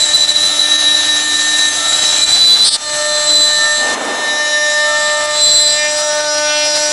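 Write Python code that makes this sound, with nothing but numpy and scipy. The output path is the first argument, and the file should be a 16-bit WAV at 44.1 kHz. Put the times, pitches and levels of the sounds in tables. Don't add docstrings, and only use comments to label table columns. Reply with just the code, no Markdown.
import sys
import numpy as np
from scipy import signal
from scipy.fft import rfft, irfft, next_fast_len
from scipy.io import wavfile
from scipy.ndimage import uniform_filter1d, minimum_filter1d

SR = 44100
rng = np.random.default_rng(int(sys.argv[2]) if len(sys.argv) > 2 else 0)


def wav_record(signal):
    frames = np.transpose(np.atleast_2d(signal))
    bounded = np.clip(frames, -1, 1)
    quanta = np.round(bounded * 32767).astype(np.int16)
    wavfile.write(sys.argv[1], SR, quanta)


N = 305172
T = np.arange(N) / SR


def amp(db):
    return 10 ** (np.asarray(db) / 20)


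def unit(x):
    return x / np.sqrt(np.mean(abs(x) ** 2) + 1e-20)


def curves(rows):
    s, *columns = np.transpose(rows)
    return [np.interp(T, s, column) for column in columns]


def during(rows):
    since_start, until_end = T - rows[0][0], rows[-1][0] - T
    return np.clip(np.minimum(since_start, until_end) / 0.0035 + 1, 0, 1)


def bump(s, half_length_s):
    return np.exp(-np.square((T - s) / half_length_s))


def swell(s, attack_s, release_s):
    return np.where(T < s, bump(s, attack_s), np.exp(-abs(T - s) / release_s))


def plateau(s, half_length_s):
    return 1 / (1 + ((T - s) / half_length_s) ** 8)


def wander(rate_hz):
    size = next_fast_len(N)
    hz = np.fft.rfftfreq(size, 1 / SR)
    spectrum = rfft(rng.standard_normal(size)) / (1 + (hz / rate_hz) ** 2)
    return unit(irfft(spectrum, size)[:N])


def coloured(x, points):
    hz, db = np.transpose(points)
    log_hz = np.log(np.fft.rfftfreq(N, 1 / SR) + 1)
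    gain = amp(np.interp(log_hz, np.log(hz), db))
    return unit(irfft(rfft(x) * gain, N))


def resonate(x, hz, width_hz):
    b, a = signal.iirpeak(hz, hz / width_hz, SR)
    return signal.lfilter(b, a, x)


# time in seconds, mean speed in turns a second.
SHAFT_SPEED = [(0, 299.85), (.9, 299.75), (2.2, 299.85), (3.3, 299.9), (4.3, 299.7), (4.73, 299.45),
               (5.2, 299.55), (6, 299.9), (6.92, 299.8)]


def spindle_angle(flutter=0.00026):
    turns_per_s = curves(SHAFT_SPEED)[0] * (1 + flutter * wander(38))
    return 2 * np.pi * np.cumsum(turns_per_s) / SR


# time in seconds, relative level in dB.
CUT_DEPTH = [(0, 0.5), (.35, -2), (1.0, 0.5), (1.7, 0), (2.15, 3), (2.5, -1.5), (3.0, -1), (3.8, -3.5),
             (4.25, -7), (4.9, -4), (5.25, -2.5), (5.85, -2), (6.25, -3), (6.55, -3), (6.92, -1)]


def bite(dip_db, tear_db):
    return curves(CUT_DEPTH)[0] + dip_db + tear_db


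# time of the lowest level in seconds, recovery time constant in seconds, change in dB.
LEVEL_DIPS = [(.266, .012, -7.5), (.335, 0.018, -5.5), (.776, .006, -5), (1.7, 0.034, -2.5),
              (2.254, 0.0091, -7), (2.699, 0.019, -14), (2.776, 0.085, -11), (3.958, 0.16, -8.5),
              (5.27, 0.02, -2.5), (6.22, 0.12, -2)]
DIP_ATTACK_S = .008


def dipping():
    return sum(db * swell(s, DIP_ATTACK_S, recovery) for s, recovery, db in LEVEL_DIPS)


# centre in seconds, half-length in seconds, gain in dB.
GRAIN_TEARS = [(0.454, 0.043, 2), (2.3, .02, 2.5), (2.94, 0.02, 3), (5.99, 0.039, 3.5), (6.383, 0.012, 2.5),
               (6.65, 0.021, 2.5), (6.77, 0.028, 4)]


def tearing():
    return sum(db * bump(s, half_length) for s, half_length, db in GRAIN_TEARS)


LOUD_SQUEAL = 0.22


def squeal_loudness(squeal):
    return np.tanh(abs(uniform_filter1d(squeal ** 2, size=900)) / LOUD_SQUEAL)


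FINISH_S, FINISH_RISE_S = 5.45, 0.24


def finishing():
    return np.clip((T - FINISH_S) / FINISH_RISE_S, 0, 1)


# time in seconds, kind of cut (fractions blend two kinds).
CUT_PATH = [(0, 0), (2.2, 0), (2.9, 1), (3.7, 1), (4.3, 2), (5.3, 2), (6.2, 3), (6.92, 3)]
# multiple of the shaft rate, then relative level in dB
ORDER_LEVELS = [(1, -42.5, -46.5, -46.5, -39.5), (3, -43, -34.5, -34, -26.5), (4, -39.5, -32, -32.5, -36),
                (5, -62, -46, -52.5, -27), (7, -43, -45, -35.5, -30.5), (8, -40.5, -43, -38.5, -30),
                (9, -41, -45, -41.5, -30), (10, -36.5, -35, -34.5, -33), (11, -35.5, -61, -45, -30),
                (12, -29.5, -31, -30, -32), (14, -31, -26.5, -33.5, -30), (15, -39.5, -39, -57, -35),
                (16, -36, -52, -38.5, -38), (17, -36.5, -40, -33.5, -26), (18, -38, -41, -37, -44),
                (19, -30, -33.5, -32, -22.5), (20, -37, -37, -42, -28), (21, -27, -33, -33.5, -39),
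                (22, -36, -36.5, -39, -37), (23, -38, -44, -32.5, -33), (24, -29.5, -40.5, -44, -41),
                (25, -44, -36, -37, -36.5), (26, -46, -30, -44, -41), (27, -43, -46, -48, -46),
                (28, -45, -40, -55, -49), (29, -43, -40, -45, -46), (30, -44, -45, -49, -45),
                (31, -40, -50, -48, -42), (32, -47, -47, -46, -52)]
# gain in dB on the board's low orders,
# gain in dB on the bit's high orders.
CUT_LOAD = [(2, 0.15), (1.5, 1.3), (1, -0.3), (-3, -0.7)]
# centre in seconds,
# half-length in seconds, centre frequency in Hz, half-width in Hz, gain at the centre in dB.
ORDER_SURGES = [(1.108, 0.63, 300, 150, 4.5), (3.37, 0.086, 300, 150, 11.5), (6.75, 0.49, 300, 150, 5.5),
                (2.33, 0.18, 2450, 120, 10.5), (2.2, 0.35, 3300, 100, 5), (2.14, 0.086, 5400, 120, 14.5),
                (1.8, 0.44, 6100, 110, -10), (1.6, 0.64, 7500, 600, 3), (3.748, 0.062, 7400, 350, 10),
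                (4.64, 0.31, 5400, 450, 5.5), (5, 0.15, 5700, 150, -3), (5.12, 0.3, 1060, 190, 10.5),
                (5.15, 0.14, 7400, 1100, -9), (5.83, 0.057, 2400, 550, 9.5), (6.152, 0.21, 2470, 810, -5.5),
                (6.33, 0.25, 1270, 370, 9), (6.326, 0.057, 5100, 450, 7), (6.56, 0.095, 2930, 990, 7.5),
                (6.72, 0.17, 4700, 710, 6), (7.1, 0.29, 7200, 200, 5)]
# time in seconds, level in dB before ducking.
FLUTE_LEVEL = [(0, -32), (1.0, -35), (1.35, -47.5), (2.05, -32.5), (2.7, -40.5), (3.0, -19.5), (3.3, -23.5),
               (3.55, -26.5), (4.15, -29.5), (4.6, -22.5), (5.1, -20.5), (5.7, -23), (6.2, -18.5),
               (6.92, -21)]
# time in seconds, level in dB before ducking.
BOARD_LEVEL = [(0, -29.5), (.42, -24), (.56, -34), (.68, -23), (1.6, -19), (2.0, -28.5), (2.8, -32),
               (3.05, -20.5), (3.25, -25.5), (3.68, -12), (4.05, -23.5), (4.3, -15.5), (5.0, -16),
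               (5.32, -25), (5.83, -17.5), (5.95, -26.5), (6.92, -31.5)]
# time in seconds, level in dB before ducking.
BIT_LEVEL = [(0, -19), (.45, -16.5), (.56, -23.5), (.82, -13), (1.5, -20.5), (1.68, -15.5), (1.76, -25),
             (1.95, -14.5), (2.9, -43), (3.7, -27), (4.0, -41), (4.3, -20.5), (4.7, -23), (5.3, -38),
             (6.0, -29), (6.92, -41)]


def whine(angle, loudness, low_duck_db=-10, high_duck_db=-4, flute_duck_db=-8, board_duck_db=-20,
          shimmer=0.23, slip=0.16):
    cut, = curves(CUT_PATH)
    levels = {2: curves(FLUTE_LEVEL)[0] + flute_duck_db * loudness,
              6: curves(BOARD_LEVEL)[0] + board_duck_db * loudness,
              13: curves(BIT_LEVEL)[0] + high_duck_db * loudness}
    low_db, high_db = (np.interp(cut, range(len(CUT_LOAD)), db) for db in np.transpose(CUT_LOAD))
    board_db = low_db + low_duck_db * loudness
    bit_db = high_db + high_duck_db * loudness
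    surges = np.array([db * plateau(s, half_length) for s, half_length, _, _, db in ORDER_SURGES])
    _, _, surge_hz, surge_width_hz, _ = np.transpose(ORDER_SURGES)
    for k, *kinds in ORDER_LEVELS:
        order_hz = k * SHAFT_SPEED[0][1]
        surge_db = np.exp(-((order_hz - surge_hz) / surge_width_hz) ** 2) @ surges
        load_db = board_db if k < 11.5 else bit_db
        levels[k] = np.interp(cut, range(len(kinds)), kinds) + surge_db + load_db
    grain, out = wander(9.3), np.zeros(N)
    for k, db in levels.items():
        flicker, lag = (np.roll(grain, n) for n in rng.integers(0, N, 2))
        rough = np.sqrt(k / 10)
        phase = k * angle + slip * rough * lag + 2 * np.pi * rng.random()
        out += amp(db) * (1 + shimmer * rough * flicker) * np.cos(phase)
    return np.sqrt(2) * out


# frequency in Hz, relative level in dB.
SWITCHING_TONES = [(9292, -52), (9345, -32), (9889, -5), (10191, -3), (10788, -25), (11859, -22.5),
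                   (12161, -34)]
# time in seconds, level in dB before ducking.
DRIVE_LEVEL = [(0, -40), (.3, -32), (.46, -28), (1.9, -29), (2.6, -38), (4.6, -34.5), (5.7, -51),
               (6.1, -45), (6.92, -37)]


def drive(loudness, duck_db=-5):
    tones = sum(amp(db) * np.cos(2 * np.pi * hz * T + .2 * wander(8.7)) for hz, db in SWITCHING_TONES)
    return np.sqrt(2) * amp(curves(DRIVE_LEVEL)[0] + duck_db * loudness) * tones


def bites(angle, depth=0.55, uneven=0.087, flicker_db=1.7, grit_db=1.5):
    pulse = np.exp(depth * np.cos(2 * angle) + uneven * np.cos(angle))
    grain_db = flicker_db * wander(20) + grit_db * wander(1800)
    return unit(rng.standard_normal(N) * pulse * amp(grain_db))


# frequency in Hz, relative spectral level in dB.
FIBRE_COLOUR = [(150, -9.5), (280, -7), (400, -5), (560, -0.5), (760, 5.5), (1050, -1), (1700, 3.5),
                (2500, -0.5), (3300, 2.5), (4300, 5), (6000, 1), (7200, -1), (9000, -15.5), (16000, -68)]
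# frequency in Hz, relative spectral level in dB.
HISS_COLOUR = [(4000, -20), (7000, -8.5), (8500, 8.5), (10000, 8), (11000, 1), (12000, -13.5), (12800, -51),
               (16000, -36)]
# frequency in Hz, relative spectral level in dB.
LOW_COLOUR = [(15, -1), (60, -1), (150, -0.5), (300, -1), (700, -9.5), (3000, -59)]


def cutting(angle, loudness, bite_db, tear_db, rasp_db=-23, hiss_db=-32, rumble_db=-45, rasp_duck_db=0.0,
            rasp_finish_db=-1.0, hiss_squeal_db=6, rumble_squeal_db=8, hiss_tear=.5, hiss_share=0.85,
            rumble_share=0.45):
    rasp_level = rasp_db + bite_db + rasp_duck_db * loudness + rasp_finish_db * finishing()
    rasp = amp(rasp_level) * coloured(bites(angle), FIBRE_COLOUR)
    hiss_level = hiss_db + hiss_share * bite_db + hiss_squeal_db * loudness + hiss_tear * tear_db
    hiss = amp(hiss_level) * coloured(bites(angle), HISS_COLOUR)
    rumble_level = rumble_db + rumble_share * bite_db + rumble_squeal_db * np.sqrt(loudness)
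    rumble = amp(rumble_level) * coloured(rng.standard_normal(N), LOW_COLOUR)
    return rasp + hiss + rumble


# time in seconds, relative level in dB.
FIRST_MODE = [(0, -24), (.26, -24), (.33, -27), (.55, -23), (.62, -15.5), (1.45, -21), (1.6, -13.5),
              (1.73, -25), (2.0, -14.5), (2.25, -11.5)]
# time in seconds, relative level in dB.
SECOND_MODE = [(0, -19), (.85, -33.5), (1.35, -25.5), (2.3, -19), (2.55, -29.5), (2.95, -25), (3.39, -19.5),
               (4.55, -38), (5.05, -26.5), (5.6, -23), (6.0, -23), (6.45, -37), (6.8, -25), (6.92, -28)]


def bit_ring(angle, bite_db, dip_db, tear_db, first_db=-6, second_db=-1, third_db=-31, idle_db=-28.5,
             third_tear=2.9):
    first = unit(resonate(resonate(bites(angle), 3894, 61), 3969, 91))
    second = unit(resonate(resonate(bites(angle), 7620, 510), 7690, 630))
    third = unit(resonate(resonate(bites(angle), 4960, 280), 4900, 370))
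    rings = amp(curves(FIRST_MODE)[0] + first_db) * during(FIRST_MODE) * first
    rings += amp(curves(SECOND_MODE)[0] + second_db) * second
    rings += amp(third_db + third_tear * tear_db) * finishing() * third
    idle = amp(bite_db + idle_db) * first
    return amp(dip_db) * rings + idle


def bending(hz, waver):
    return 2 * np.pi * np.cumsum(hz) / SR + waver * wander(60)


# multiple of the pitch, offset in shaft rates, relative level in dB.
FLUTE_SIDEBANDS = [(1, -2, -2), (1, -1, -1), (1, 1, -7), (1, 2, 0), (1, 3, -7), (1, 4, -13)]
# multiple of the pitch, offset in shaft rates, relative level in dB.
WALL_RUBBING = [(2, -2, 0), (2, -1, -4), (2, 0, -8), (2, 1, -12), (1, 12, -6), (1, 13, -12)]


def companions(phase, angle, rows, flicker=0.33):
    grain, out = wander(18), np.zeros(N)
    for m, k, db in rows:
        unsteady = 1 + flicker * np.roll(grain, rng.integers(N))
        tone_phase = round(m) * phase + round(k) * angle + 2 * np.pi * rng.random()
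        out += amp(db) * unsteady * np.cos(tone_phase)
    return unit(out)


# centre in seconds, length in seconds, relative level in dB.
GRAIN_GRABS = [(0.027, 0.046, -8.5), (0.151, 0.032, -4.5), (0.219, 0.084, -8), (0.295, 0.029, -8),
               (0.365, 0.024, -8), (0.458, 0.11, -11), (.605, 0.038, -9.5), (0.808, 0.048, -16),
               (1.365, 0.023, -13.5), (1.603, 0.022, -12.5), (1.956, 0.052, -14), (2.085, 0.064, -14),
               (2.194, 0.018, -14), (2.237, 0.042, -9), (2.295, 0.044, -10)]


def grabs(angle, hz=3978, level_db=-2, side_db=-18, rub_db=-18):
    envelope = sum(amp(db) * np.exp(-(2 * (T - s) / length) ** 4) for s, length, db in GRAIN_GRABS)
    phase = bending(hz + 12 * wander(12.3), 0.18)
    tones = unit(np.cos(phase) * (1 + 0.18 * wander(70)))
    tones += amp(side_db) * companions(phase, angle, FLUTE_SIDEBANDS)
    tones += amp(rub_db) * companions(phase, angle, WALL_RUBBING)
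    return amp(level_db) * envelope * tones


def fizz(bit, level_db=-17):
    power = abs(uniform_filter1d(bit ** 2, size=130))
    hiss = coloured(rng.standard_normal(N), [(100, 7), (8000, -2), (16000, -10)])
    return amp(level_db) * power * hiss


# time at full swell in seconds, run-down time constant in seconds, added level in dB.
MOTOR_MOVES = [(.52, 0.28, -35.5), (1.84, 0.15, -26.5), (3.01, 0.18, -33.5), (3.64, .12, -29.5),
               (4.92, 0.084, -25), (5.19, 0.1, -31), (6.032, 0.052, -30)]
AXIS_RUN_UP_S = 0.053


def axis_motors(hz=1330, idle_db=-44, half_db=-7):
    phase = 2 * np.pi * np.cumsum(hz + 12 * wander(4.88) + 22 * wander(81)) / SR
    moves = sum(amp(db) * swell(s, AXIS_RUN_UP_S, run_down) for s, run_down, db in MOTOR_MOVES)
    return (amp(idle_db) + moves) * unit(np.cos(phase) + amp(half_db) * np.cos(phase / 2))


# time in seconds, level at the onset in dB.
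TICK_ONSETS = [(0.287, -19), (2.495, -18), (2.588, -13), (5.991, -30), (6.67, -27), (6.77, -24)]


def ticks(decay_s=0.00092):
    envelope = sum(amp(db) * (T >= s) * np.exp(-abs(T - s) / decay_s) for s, db in TICK_ONSETS)
    return envelope * unit(resonate(rng.standard_normal(N), 5500, 5400))


# time in seconds, pitch in Hz, level in dB.
CHATTER_SQUEALS = [
    [(2.29, 3975, -37), (2.33, 3993, -6.5), (2.37, 3990, -13.5), (2.41, 3987, -9), (2.555, 3994, -7.5),
     (2.58, 3955, -16.5), (2.61, 4005, -8), (2.64, 4000, -9.5), (2.655, 4130, -14)],
    [(2.85, 4200, -28), (3.05, 4087, -28), (3.17, 4059, -17), (3.24, 4048, -26), (3.3, 4028, -9),
     (3.44, 4002, -10.5), (3.53, 3985, -16), (3.8, 3998, -20.5), (3.9, 3960, -34)],
    [(4.7, 3940, -28), (4.82, 3995, -38), (5.07, 3995, -23.5), (5.27, 3998, -34), (5.41, 4035, -12),
     (5.52, 4043, -10.5), (5.64, 4037, -12.5), (5.74, 4025, -17.5), (5.9, 3950, -37)],
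]
# level of the sidebands in dB, level of the rubbing on the groove wall in dB.
SQUEAL_SIDES = [(-17, -26), (-20, -11.5), (-16, -4.5)]


def chatter(angle, waver=0.13, flutter=0.11, lock_db=-18, loose=0.86, sing_db=-25, side_growth=0.5,
            rub_growth=0.86):
    out = np.zeros(N)
    for rows, (side_db, rub_db) in zip(CHATTER_SQUEALS, SQUEAL_SIDES):
        hz, db = curves(rows)
        ragged = 1 + loose / (1 + amp(db - lock_db) ** 2)
        phase = bending(hz, waver * ragged)
        tones = amp(db) * unit(np.cos(phase))
        tones += amp(side_db + side_growth * db) * companions(phase, angle, FLUTE_SIDEBANDS)
        tones += amp(rub_db + rub_growth * db) * companions(phase, angle, WALL_RUBBING)
        tones += amp(sing_db) * finishing() * unit(np.cos(phase + 3 * angle))
        out += during(rows) * tones * (1 + flutter * ragged * wander(25))
    return out


# time in seconds, centre pitch in Hz, level in dB.
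BOUNCE_PATH = [(2.63, 4310, -28), (2.648, 4370, -10.5), (2.675, 4485, -9), (2.692, 4440, -9.5),
               (2.698, 4380, -19), (2.722, 4395, -16), (2.742, 4430, -9.5), (2.76, 4405, -14.5),
               (2.772, 4390, -36)]
# frequency in Hz, relative level in dB.
BOUNCE_COLOUR = [(2800, -15), (3450, 1.5), (4100, 0), (4750, 1), (5400, -3.5), (5900, -9), (7200, -11),
                 (8000, 3), (9000, 1.5), (10500, -4)]


def screech(angle, sweep=3.0, overtone_db=-6, bounce=0.17):
    hz, db = curves(BOUNCE_PATH)
    phase = 2 * np.pi * np.cumsum(hz) / SR + .36 * wander(150)
    phase_sweep = sweep * (np.sin(angle) - np.cos(2 * angle) / 4)
    tone = np.cos(phase + phase_sweep) + amp(overtone_db) * np.cos(2 * phase - angle + phase_sweep)
    bounced = tone * (1 + bounce * np.cos(angle + 1))
    return amp(db) * during(BOUNCE_PATH) * coloured(bounced, BOUNCE_COLOUR)


# frequency in Hz, relative spectral level in dB.
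RUSH_COLOUR = [(90, -45), (170, -14), (260, 0), (390, -3.5), (550, 2), (900, 0.5), (1400, -4.5), (2200, -9),
               (4000, -13), (9000, -64)]
AIR_S, AIR_RISE_S, AIR_HOLD_S, AIR_FADE_DB_PER_S = 3.754, .13, 0.26, 32


def air(level_db=-21):
    t = T - AIR_S
    fade_db = AIR_FADE_DB_PER_S * np.maximum(t - AIR_RISE_S - AIR_HOLD_S, 0)
    rise = np.clip(t / AIR_RISE_S, 0, 1)
    return rise * amp(level_db - fade_db) * coloured(rng.standard_normal(N), RUSH_COLOUR)


def scene():
    angle, dip_db, tear_db = spindle_angle(), dipping(), tearing()
    bite_db = bite(dip_db, tear_db)
    squeal = grabs(angle) + chatter(angle) + screech(angle)
    loudness = squeal_loudness(squeal)
    bit = bit_ring(angle, bite_db, dip_db, tear_db) + squeal
    tones = amp(dip_db) * (whine(angle, loudness) + drive(loudness))
    wood = cutting(angle, loudness, bite_db, tear_db)
    mix = tones + wood + bit + fizz(bit) + axis_motors() + ticks() + air()
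    return mix[None]


EDGE_HZ = 15900


def record(dry, ceiling=0.95):
    gain = np.minimum(1, ceiling / (abs(dry) + 1e-9))
    gain = uniform_filter1d(minimum_filter1d(gain, size=90), size=70)
    low_pass = signal.firwin(511, EDGE_HZ, window=("kaiser", 9), fs=SR)
    return signal.oaconvolve(dry * gain, low_pass[None], "same")


dry = scene()
out = record(dry)
wav_record(out)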